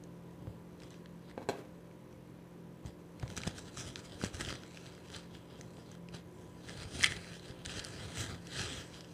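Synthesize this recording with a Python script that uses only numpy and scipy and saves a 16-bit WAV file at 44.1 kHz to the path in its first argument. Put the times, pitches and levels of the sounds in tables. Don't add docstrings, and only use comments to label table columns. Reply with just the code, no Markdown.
import sys
import numpy as np
from scipy import signal
from scipy.fft import rfft, irfft, next_fast_len
from scipy.io import wavfile
from scipy.ndimage import uniform_filter1d, map_coordinates

SR = 44100
rng = np.random.default_rng(int(sys.argv[2]) if len(sys.argv) > 2 else 0)


def inscribe(sig):
    pcm = np.round(np.clip(np.atleast_2d(sig).T, -1, 1) * 32767)
    wavfile.write(sys.argv[1], SR, pcm.astype(np.int16))


N = 402633
T = np.arange(N) / SR


def amp(db):
    return 10 ** (np.asarray(db) / 20)


def unit(x):
    return x / np.sqrt(np.mean(x ** 2) + 1e-20)


def at_times(points, s):
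    return np.interp(s, *np.transpose(points))


def along(points, hz):
    f, v = np.transpose(points)
    return np.interp(np.log(hz + 1), np.log(f + 1), v)


def wobble(rate):
    return map_coordinates(rng.standard_normal(int(N * rate / SR) + 4), [T * rate])


def filtered(x, response):
    m = next_fast_len(N + SR // 2)
    return irfft(rfft(x, m) * response(np.fft.rfftfreq(m, 1 / SR)), m)[..., :N]


def coloured(x, points):
    return filtered(x, lambda hz: amp(along(points, hz)))


def modes(table):
    def response(f):
        total = 0
        for k, (centre, width, db) in enumerate(table):
            peak = 1j * f * width / (centre * centre - f * f + 1j * f * width)
            total = total + (-1) ** k * amp(db) * peak
        return total
    return response


def add(track, s, sound):
    part = track[round(s * SR):][:len(sound)]
    part += sound[:len(part)]


# (frequency [Hz], relative level [dB per Hz])
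AIR_COLOUR = [(15, -36), (25, -6), (79, -4), (173, -7.5), (253, -6.5), (297, -7.5), (469, -7), (509, -12.5),
              (782, -19), (970, -16.5), (1340, -24), (1570, -23.5), (8350, -43.5), (11500, -44.5),
              (15500, -48)]
# (frequency [Hz], relative level [dB])
HUM_TONES = [(129.2, -62), (172.3, -57.5), (215.3, -67), (301.5, -65.5), (360.7, -67), (516.8, -69),
             (576.0, -73.5), (969.0, -80.5), (995.9, -75.5)]


def room_tone():
    air_db = -56.5 + 0.082 * wobble(2.76)
    air = unit(coloured(rng.standard_normal(N), AIR_COLOUR))
    hum = np.zeros(N)
    for hz, db in HUM_TONES:
        level = amp(db + 3.5 + 2.25 * wobble(6))
        cycles = hz * T + 0.079 * wobble(4) + rng.random()
        hum += level * np.sin(2 * np.pi * cycles)
    return amp(air_db) * air + hum


# (frequency [Hz], relative level of the strongest lines [dB])
BUZZ_COLOUR = [(6000, -110), (8700, -97), (10000, -93), (12000, -92.5), (13500, -96), (15000, -102)]
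MAINS_HZ, SPARK_HZ = 60, 627.5
SPARKS, FIRST_SPARK_S = 5, 0.00596


def buzz():
    hz = MAINS_HZ * np.arange(100, 256)
    spark_s = FIRST_SPARK_S + np.arange(SPARKS) / SPARK_HZ
    run = np.exp(-2j * np.pi * np.outer(hz, spark_s)).mean(axis=1)
    lines = amp(along(BUZZ_COLOUR, hz) - 0.3) * run
    cycle = np.arange(SR // MAINS_HZ) / SR
    wave = np.sqrt(2) * lines @ np.exp(2j * np.pi * np.outer(hz, cycle))
    return np.resize(wave.real, N)


# (frequency [Hz], time to fall 60 dB [s])
ROOM_DECAY = [(200, 0.31), (2000, 0.41), (10000, 0.065)]


def room(x):
    hz, t, z = signal.stft(rng.standard_normal(SR // 2), SR, nperseg=256)
    decay = amp(-60 * t / along(ROOM_DECAY, hz)[:, None])
    tail = signal.istft(z * decay, SR, nperseg=256)[1]
    late = np.pad(x, (200, 0))
    return signal.fftconvolve(late, tail / np.linalg.norm(tail))[:N]


def crushing(rate, spread_db, hiss):
    breaks = rng.random(N) < rate * amp(5 * wobble(40)) / SR
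    sizes = rng.standard_normal(N) * amp(spread_db * rng.exponential(size=N))
    return unit(breaks * sizes) + hiss * rng.standard_normal(N)


# (frequency [Hz], relative level [dB per Hz])
RATTLE_COLOUR = [(100, -24), (250, 0), (550, -0.5), (1000, -13), (3000, -20.5), (8000, -28.5), (15000, -36)]
# (time [s], level [dB])
RATTLE_LEVEL = [(1.37, -76), (1.38, -59.5), (1.44, -56), (1.47, -76), (1.487, -53), (1.492, -34),
                (1.52, -50.5), (1.6, -50), (1.63, -61), (1.72, -76)]


def rattle():
    loose = coloured(crushing(rate=610, spread_db=3.5, hiss=0.93), RATTLE_COLOUR)
    level_db = np.interp(T, *np.transpose(RATTLE_LEVEL), left=-120, right=-120)
    return amp(level_db) * unit(loose)


# (time [s], relative level [dB], hardness [dB per 3 octaves])
KNOCKS = [(1.378, -27, -10.5), (1.39, -48, -8), (1.418, -37, -10), (1.427, -41, -1), (1.4887, -23.5, 5.5),
          (1.496, -25, 0), (1.5184, -46, -8)]
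# (frequency [Hz], relative level [dB], time to fall 60 dB [s])
TABLE_MODES = [(265, -9, 0.056), (477, 8.5, 0.014), (526, -7.5, 0.08), (697, -4.5, 0.055), (837, 2, 0.025),
               (1554, -7, 0.05), (2250, -9, 0.036), (2530, -14, 0.051), (3275, -15, 0.04),
               (4060, -8.5, 0.025), (5640, -24, 0.043), (6850, -18, 0.026), (7740, -11, 0.014)]


def knocks():
    out, t = np.zeros(N), np.arange(SR // 3) / SR
    hz, level_db, t60 = np.transpose(TABLE_MODES)[..., None]
    scatter = rng.normal(0, 1.5, (len(KNOCKS), len(TABLE_MODES), 1))
    onset = 1 - np.exp(-t / 0.000075)
    for (s, db, hard_db), luck_db in zip(KNOCKS, scatter):
        tilt_db = hard_db * np.log2(hz / 450) / 3
        size = amp(db - 9.0 + level_db + luck_db + tilt_db - 60 * t / t60)
        add(out, s, np.sum(size * np.sin(2 * np.pi * hz * t), axis=0) * onset)
    return out + rattle()


# (time [s], relative level [dB], pitch [Hz], time to fall 60 dB [s] (10 ms at least), edge over level [dB])
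THUDS = [(.472, -35, 109, .06, -2.5), (2.851, -36, 112, 0.079, -3), (3.232, -27, 116, 0.045, -3.5),
         (3.262, -40.5, 110, 0.042, 3.5), (3.381, -36.5, 131, 0.023, 0), (3.469, -29.5, 161, 0.049, -8),
         (3.475, -32, 205, 0.019, 6.5), (3.774, -38, 130, 0.034, -1), (4.238, -25.5, 163, 0.0099, 1.5),
         (4.34, -37, 85, 0.071, -5), (4.411, -38.5, 150, 0.026, 7), (4.479, -34, 110, 0.051, -4),
         (4.526, -34.5, 140, 0.039, 1.5), (5.148, -56, 150, 0.026, -2), (5.784, -45, 133, 0.065, 3),
         (6.144, -42, 170, 0.036, 4), (6.853, -38, 89, 0.086, -7), (7.315, -36, 148, 0.023, -11),
         (7.502, -37.5, 100, 0.038, -17), (7.671, -35, 100, 0.035, -18), (8.187, -47, 100, 0.043, -3),
         (8.604, -38, 101, 0.065, -15)]


def thuds():
    out, t = np.zeros(N), np.arange(SR // 5) / SR
    edge = t / 0.00032 * (1 - t / 0.00071) * np.exp(1 - t / 0.00059)
    for s, db, hz, t60, edge_db in THUDS:
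        push = amp(6 - 60 * t / max(t60, .01)) * np.sin(2 * np.pi * hz * t)
        add(out, s, amp(db) * (push + amp(edge_db) * edge))
    return out


# (time of the peak [s], swell [s], fade [s], crunch level [dB],
# blade over crunch [dB], shake of the table [dB])
PUSHES = [(.479, .3, .25, -76, -12, -47.5), (.838, .08, 0.085, -61, -6, -54),
          (.914, .06, 0.17, -65, -6, -70), (1.303, 0.14, 0.059, -63.5, -13, -57),
          (2.869, 0.029, 0.048, -55, -5, -41.5), (3.231, .07, 0.05, -59.5, -12, -47),
          (3.322, 0.15, .07, -58, -5, -43.5), (3.376, 0.024, 0.039, -46, -4, -39),
          (3.474, 0.16, 0.099, -52.5, -3, -44), (3.586, .06, 0.027, -50, -1.5, -49),
          (3.688, 0.37, 0.058, -59, -4, -54), (3.79, 0.058, 0.076, -46, -1.5, -53),
          (3.887, .2, 0.06, -51.5, -3.5, -46.5), (3.993, 0.089, 0.041, -54.5, -3.5, -53),
          (4.053, 0.049, 0.054, -56.5, -2, -66), (4.127, 0.16, 0.24, -58.5, -6, -52),
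          (4.244, 0.076, 0.074, -45, -3.5, -39.5), (4.348, 0.024, .05, -49.5, -1, -49),
          (4.412, .07, .1, -45.5, -4.5, -41), (4.502, 0.13, 0.11, -46.5, -6, -41.5),
          (4.771, 0.41, 0.079, -58, -7, -60), (4.865, .15, .25, -58, -7, -56),
          (5.158, 0.17, 0.12, -51.5, -7, -51.5), (5.356, 0.089, 0.11, -59.5, -8, -51.5),
          (5.533, 0.11, 0.18, -62.5, -12, -65), (5.615, 0.14, 0.12, -65, -3, -51),
          (5.789, 0.25, 0.22, -65.5, -3.5, -59), (5.944, 0.15, 0.042, -61, -7, -57),
          (6.15, 0.027, 0.058, -49, -8.5, -47), (6.431, .3, .3, -70.5, -0.5, -53.5),
          (6.693, .07, 0.11, -53.5, -5, -47.5), (6.824, 0.29, 0.1, -51.5, -7.5, -47.5),
          (6.959, .1, 0.35, -48.5, -3.5, -44), (7.042, 0.097, 0.078, -37.5, -9.5, -44),
          (7.12, 0.13, 0.041, -46, -5, -42), (7.17, 0.1, 0.082, -53.5, -11, -46.5),
          (7.343, 0.4, 0.1, -52.5, -8.5, -58.5), (7.491, 0.15, 0.074, -54.5, -7, -56),
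          (7.605, 0.19, .08, -60.5, -16, -55), (7.657, 0.014, 0.041, -48, -6, -51),
          (7.7, 0.04, 0.29, -47.5, -8.5, -52), (7.8, 0.15, 0.03, -49, -4, -43.5),
          (7.85, 0.023, .3, -56.5, -2, -59), (8.046, 0.42, 0.21, -51, -7, -47),
          (8.205, 0.12, 0.12, -41.5, -3.5, -40), (8.317, 0.19, 0.1, -51, -6.5, -41),
          (8.596, .15, 0.26, -41, -6, -44), (8.782, .3, 0.13, -47.5, -4, -49),
          (8.956, 0.087, 0.18, -55, -7, -54.5), (9.129, .15, .1, -64, -3, -60)]
RESTING_LEVELS = (-82.5, -81.5, -68.5)
FADE_DB = 21.5


def pushes():
    t = np.arange(N // 64 + 1) * 64 / SR
    power = amp(RESTING_LEVELS)[:, None] ** 2 * np.ones(len(t))
    for s, swell, fade, db, blade_db, shake_db in PUSHES:
        drop_db = FADE_DB * np.maximum((s - t) / max(swell, .005), (t - s) / max(fade, .005))
        peak_db = np.array([[db], [db + blade_db], [shake_db]])
        power = power + amp(peak_db - drop_db) ** 2
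    return [np.interp(T, t, 10 * np.log10(p)) for p in power]


# (time [s], hiss over the fractures [gain])
POWDER = [(0, .6), (4.6, .55), (6.5, .7), (7.5, .7), (7.95, 1.14), (9.13, 1.2)]


def small_snaps():
    luck = rng.random((200, 5))
    s = luck[:, 0] * (N - 1) / SR
    muffle_db = 6.5 * at_times(POWDER, s)
    scatter_db = -3.5 * np.log(luck[:, 1] + 0.056)
    db = np.interp(s, T, pushes()[0]) + 9.5 - muffle_db + scatter_db
    bowl_hz, blade_hz = 1300 * 3.9 ** luck[:, 2], 5000 * 2.0 ** luck[:, 4]
    return list(zip(s, db, bowl_hz, -14 + 14 * luck[:, 3], blade_hz))


# (time [s], relative level [dB], bowl pitch [Hz], blade over bowl, before trims [dB], blade pitch [Hz])
CLEAR_SNAPS = [(0.038, -51, 4030.0, 4, 6600), (0.8022, -43, 4000.0, -6, 5440.0),
               (0.8201, -45, 2470.0, -6, 5160.0), (0.834, -45, 1200.0, -2, 5000.0),
               (0.9056, -46.0, 4260.0, 1, 6170.0), (0.9425, -46.5, 2560.0, -9.0, 5900.0),
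               (1.0588, -43, 1700.0, -13, 5630.0), (1.3127, -44, 1890.0, -12, 4930),
               (1.9129, -52, 2290.0, -13.0, 5830.0), (2.1274, -56, 2460.0, 3, 5950.0),
               (2.8609, -48.0, 4850.0, 4, 6180.0), (3.1979, -45.5, 2260.0, 0.0, 5320.0),
               (3.2274, -39, 1520.0, -7, 6290.0), (3.2784, -41, 2190.0, -3, 5840.0),
               (3.3017, -38.5, 1440.0, -2, 6080.0), (3.3669, -34.0, 4760.0, 4, 5950),
               (3.3753, -31.0, 1550, 1, 5950), (3.377, -36, 2280, 6, 7500),
               (3.3814, -34, 3370.0, -3, 6450.0), (3.4039, -40, 1370.0, -8.0, 6660.0),
               (3.4171, -38.0, 4010.0, -2.0, 5080.0), (3.435, -29, 2270, -13.0, 5600.0),
               (3.4679, -35, 1620.0, -1, 6000.0), (3.4722, -31, 3500.0, 0, 6430.0),
               (3.476, -25, 3700, -0.5, 5130.0), (3.5809, -44, 1350.0, 3, 5280.0),
               (3.5842, -37.5, 1470.0, -4, 7030.0), (3.5916, -39, 4990.0, 0.0, 7660.0),
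               (3.772, -32.5, 1280, -5, 7650.0), (3.7936, -38, 4600.0, -7.0, 5040.0),
               (3.958, -27, 3940.0, -6, 4970), (4.121, -41.0, 3490.0, -10.0, 5000.0),
               (4.2146, -30, 1420, -12, 5000.0), (4.2392, -31, 4140.0, -10, 7810.0),
               (4.2465, -31, 1660, -2, 6100.0), (4.2567, -38, 1190, -1, 6660.0),
               (4.3449, -45, 1660.0, 2, 9000), (4.3524, -41, 4000.0, -2.0, 7730.0),
               (4.4079, -27.0, 1930.0, -4, 5010.0), (4.41, -30, 1270, 2, 5230),
               (4.4493, -31.5, 3380.0, -8, 5150.0), (4.461, -35.0, 3070.0, -7.0, 5000.0),
               (4.488, -29.0, 3070.0, -7, 6120.0), (4.4944, -33, 1450.0, -7.0, 5970.0),
               (4.5044, -31.0, 1310.0, -13.0, 5920.0), (4.5109, -33, 2850.0, -10.0, 5480.0),
               (4.526, -30, 1300.0, -12.0, 6320.0), (4.5545, -37, 1970.0, -4, 5900.0),
               (4.6347, -41, 1440.0, -4, 5180.0), (4.7726, -36.5, 2600, -3, 5070),
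               (4.8649, -44.0, 3610.0, -6.0, 5690.0), (4.9504, -44, 3270.0, -3, 7850.0),
               (4.9792, -44, 1640, -16.0, 5000.0), (5.1177, -46, 3430.0, 1, 7880.0),
               (5.1466, -31.5, 3270, -14.0, 5800.0), (5.1638, -37, 4720.0, 0, 7860.0),
               (5.351, -38, 3260.0, -21.0, 5750.0), (5.5023, -48, 3230.0, -18, 6080.0),
               (5.611, -40, 1960, 3.5, 6140.0), (5.77, -45, 3030.0, -8, 7840.0),
               (5.9161, -51.0, 1620.0, 6.5, 6180.0), (6.087, -40.5, 2530, -8, 5000.0),
               (6.1444, -45, 3000.0, -11, 5730.0), (6.1497, -44, 4670.0, -11, 6100.0),
               (6.687, -35, 1750.0, -10, 5000.0), (6.6943, -35.5, 2030.0, -2.0, 5000.0),
               (6.832, -40.0, 2060.0, -2, 7140.0), (7.0095, -27.0, 1970, -12, 5020.0),
               (7.025, -27, 1890.0, -9, 5000.0), (7.0303, -24.0, 1670.0, 4, 9200),
               (7.037, -12.0, 1920, -9, 5000.0), (7.0421, -9.5, 2080, -11, 5080.0),
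               (7.0437, -11.5, 3020, -9, 9030), (7.0445, -18, 2050, -6, 9000),
               (7.0468, -20, 3430, -10, 9050), (7.059, -17.5, 2120, -6, 8900),
               (7.063, -20, 2490.0, -10.0, 5000.0), (7.1213, -24.5, 1900.0, -14, 9050),
               (7.1659, -33.5, 3240, -13, 7760.0), (7.245, -40, 1990.0, -9, 8170.0),
               (7.3959, -39, 3970.0, -11, 8110.0), (7.5102, -40, 3320.0, -12.0, 5000.0),
               (7.6504, -33, 3890.0, -5.0, 8190.0), (7.654, -33, 3000, -9, 9000),
               (7.6603, -29, 3410.0, -2.0, 9030.0), (7.6949, -33, 2710.0, -15.0, 5000.0),
               (7.781, -36, 3720.0, -11, 7750.0), (7.7939, -27.5, 4110.0, -6, 7260.0),
               (7.7977, -28, 4660.0, -10, 6450.0), (7.8421, -36, 4780.0, -1.0, 5790.0),
               (7.8481, -29.5, 4770.0, -2, 9200), (7.8858, -43, 4540.0, 1, 7380.0),
               (8.2714, -38.0, 3300.0, -7.0, 7240.0), (8.3464, -42, 1900.0, -11.0, 5870.0),
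               (8.4709, -40, 2850.0, 1, 5780.0), (8.5188, -40.0, 3230.0, -5.0, 6010.0),
               (8.7304, -36, 3010.0, -3.0, 7800.0), (8.943, -39, 3260, -10.0, 5000.0),
               (9.008, -38, 4880.0, -3, 5440), (9.0457, -46, 2870.0, -3, 5000.0)]
# (frequency [Hz], width [Hz], relative level [dB])
BOWL_MODES = [(1254, 227, -3.5), (1660, 320, -0.5), (2050, 276, -3), (2510, 500, -4.5), (3230, 376, -0.5),
              (4057, 287, -1), (4860, 290, -2.5)]
# (frequency [Hz], width [Hz], relative level [dB])
BLADE_MODES = [(5880, 750, 3.5), (6750, 240, 2.5), (7010, 260, 2), (8030, 320, 4), (8570, 260, 3.5),
               (10430, 3300, -7), (13500, 3000, -14)]
CRACK_S, JOLT_T60_S, RING_CYCLES = 0.00008, 0.0025, 14


def snaps():
    rings, bowl, blade = np.zeros(N), np.zeros(N), np.zeros(N)
    t = np.arange(SR // 50) / SR

    def ring(db, hz, t60):
        return amp(db - 60 * t / t60) * np.sin(2 * np.pi * hz * t) * (1 - np.exp(-t / CRACK_S))

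    def dull(hz):
        treble_loss = 1 / (1 + 1j * hz / 10500) ** 2
        return treble_loss * (1j * hz / (900 + 1j * hz)) ** 3

    breaks = small_snaps() + [tuple(row) for row in CLEAR_SNAPS]
    jolts = rng.standard_normal((len(breaks), 2, len(t))) * amp(-60 * t / JOLT_T60_S)
    jolts /= np.linalg.norm(jolts, axis=2, keepdims=True)
    for (s, db, hz, blade_db, blade_hz), jolt in zip(breaks, jolts):
        add(rings, s, ring(db + 3.0, hz, RING_CYCLES / hz))
        add(rings, s, ring(db + blade_db + 1.0, blade_hz, 0.0078))
        add(bowl, s, amp(db + 20) * jolt[0])
        add(blade, s, amp(db + blade_db + 16) * jolt[1])
    jolted = filtered(bowl, modes(BOWL_MODES)) - filtered(blade, modes(BLADE_MODES))
    return filtered(rings + jolted, dull)


def shifting(force, table, shift_db):
    x = np.zeros(N)
    for k, row in enumerate(table):
        x += amp(shift_db * wobble(16)) * (-1) ** k * filtered(force, modes([row]))
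    return unit(filtered(x, lambda hz: 1 / (1 + 1j * hz / 9500) ** 2 * 1j * hz / (800 + 1j * hz)))


# (frequency [Hz], relative level [dB per Hz])
BOOM_COLOUR = [(150, -27), (260, 2), (500, -3.5), (900, -9.5), (1300, -36)]
# (frequency [Hz], relative level [dB per Hz])
SHAKE_COLOUR = [(20, -36), (45, -4.5), (90, 2.5), (130, -0.5), (250, -12), (600, -51.5)]
# (frequency [Hz], width [Hz], level [dB])
TIP_MODE = [(9020, 360, 0)]
# (time [s], level over the blade [dB])
TIP_CONTACT = [(0, -7), (6.3, -4), (6.7, -1), (7.05, 3.5), (7.4, -1), (8.2, -3), (8.5, -13), (9.13, -20)]


def spoon():
    crunch_db, blade_db, shake_db = pushes()
    boom_db = -19.5 + 0.3 * crunch_db + 0.4 * shake_db
    force = crushing(rate=2200, spread_db=2.0, hiss=at_times(POWDER, T))
    force *= amp(2.8 * wobble(30))
    force /= np.sqrt(np.abs(uniform_filter1d(force ** 2, SR // 25)) + 1e-9)
    bowl = shifting(force, BOWL_MODES, shift_db=2.1)
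    blade = shifting(force, BLADE_MODES, shift_db=2.1)
    tip = unit(filtered(force, lambda hz: modes(TIP_MODE)(hz) ** 2))
    tip *= amp(at_times(TIP_CONTACT, T))
    boom = unit(coloured(force, BOOM_COLOUR))
    shake = unit(coloured(rng.standard_normal(N), SHAKE_COLOUR))
    crunch = amp(crunch_db) * bowl - amp(blade_db) * (blade + .5 * tip)
    return crunch + amp(boom_db) * boom + amp(shake_db) * shake


def scene():
    blows = knocks()
    ice = spoon() + snaps()
    reflections = room(amp(-16) * ice + amp(-11) * blows)
    return (ice + blows + thuds() + reflections + room_tone() + buzz())[None]


def record(dry):
    return filtered(dry, lambda hz: (1j * hz / (45 + 1j * hz)) ** 2 * (hz < 15500))


dry = scene()
out = record(dry)
inscribe(out)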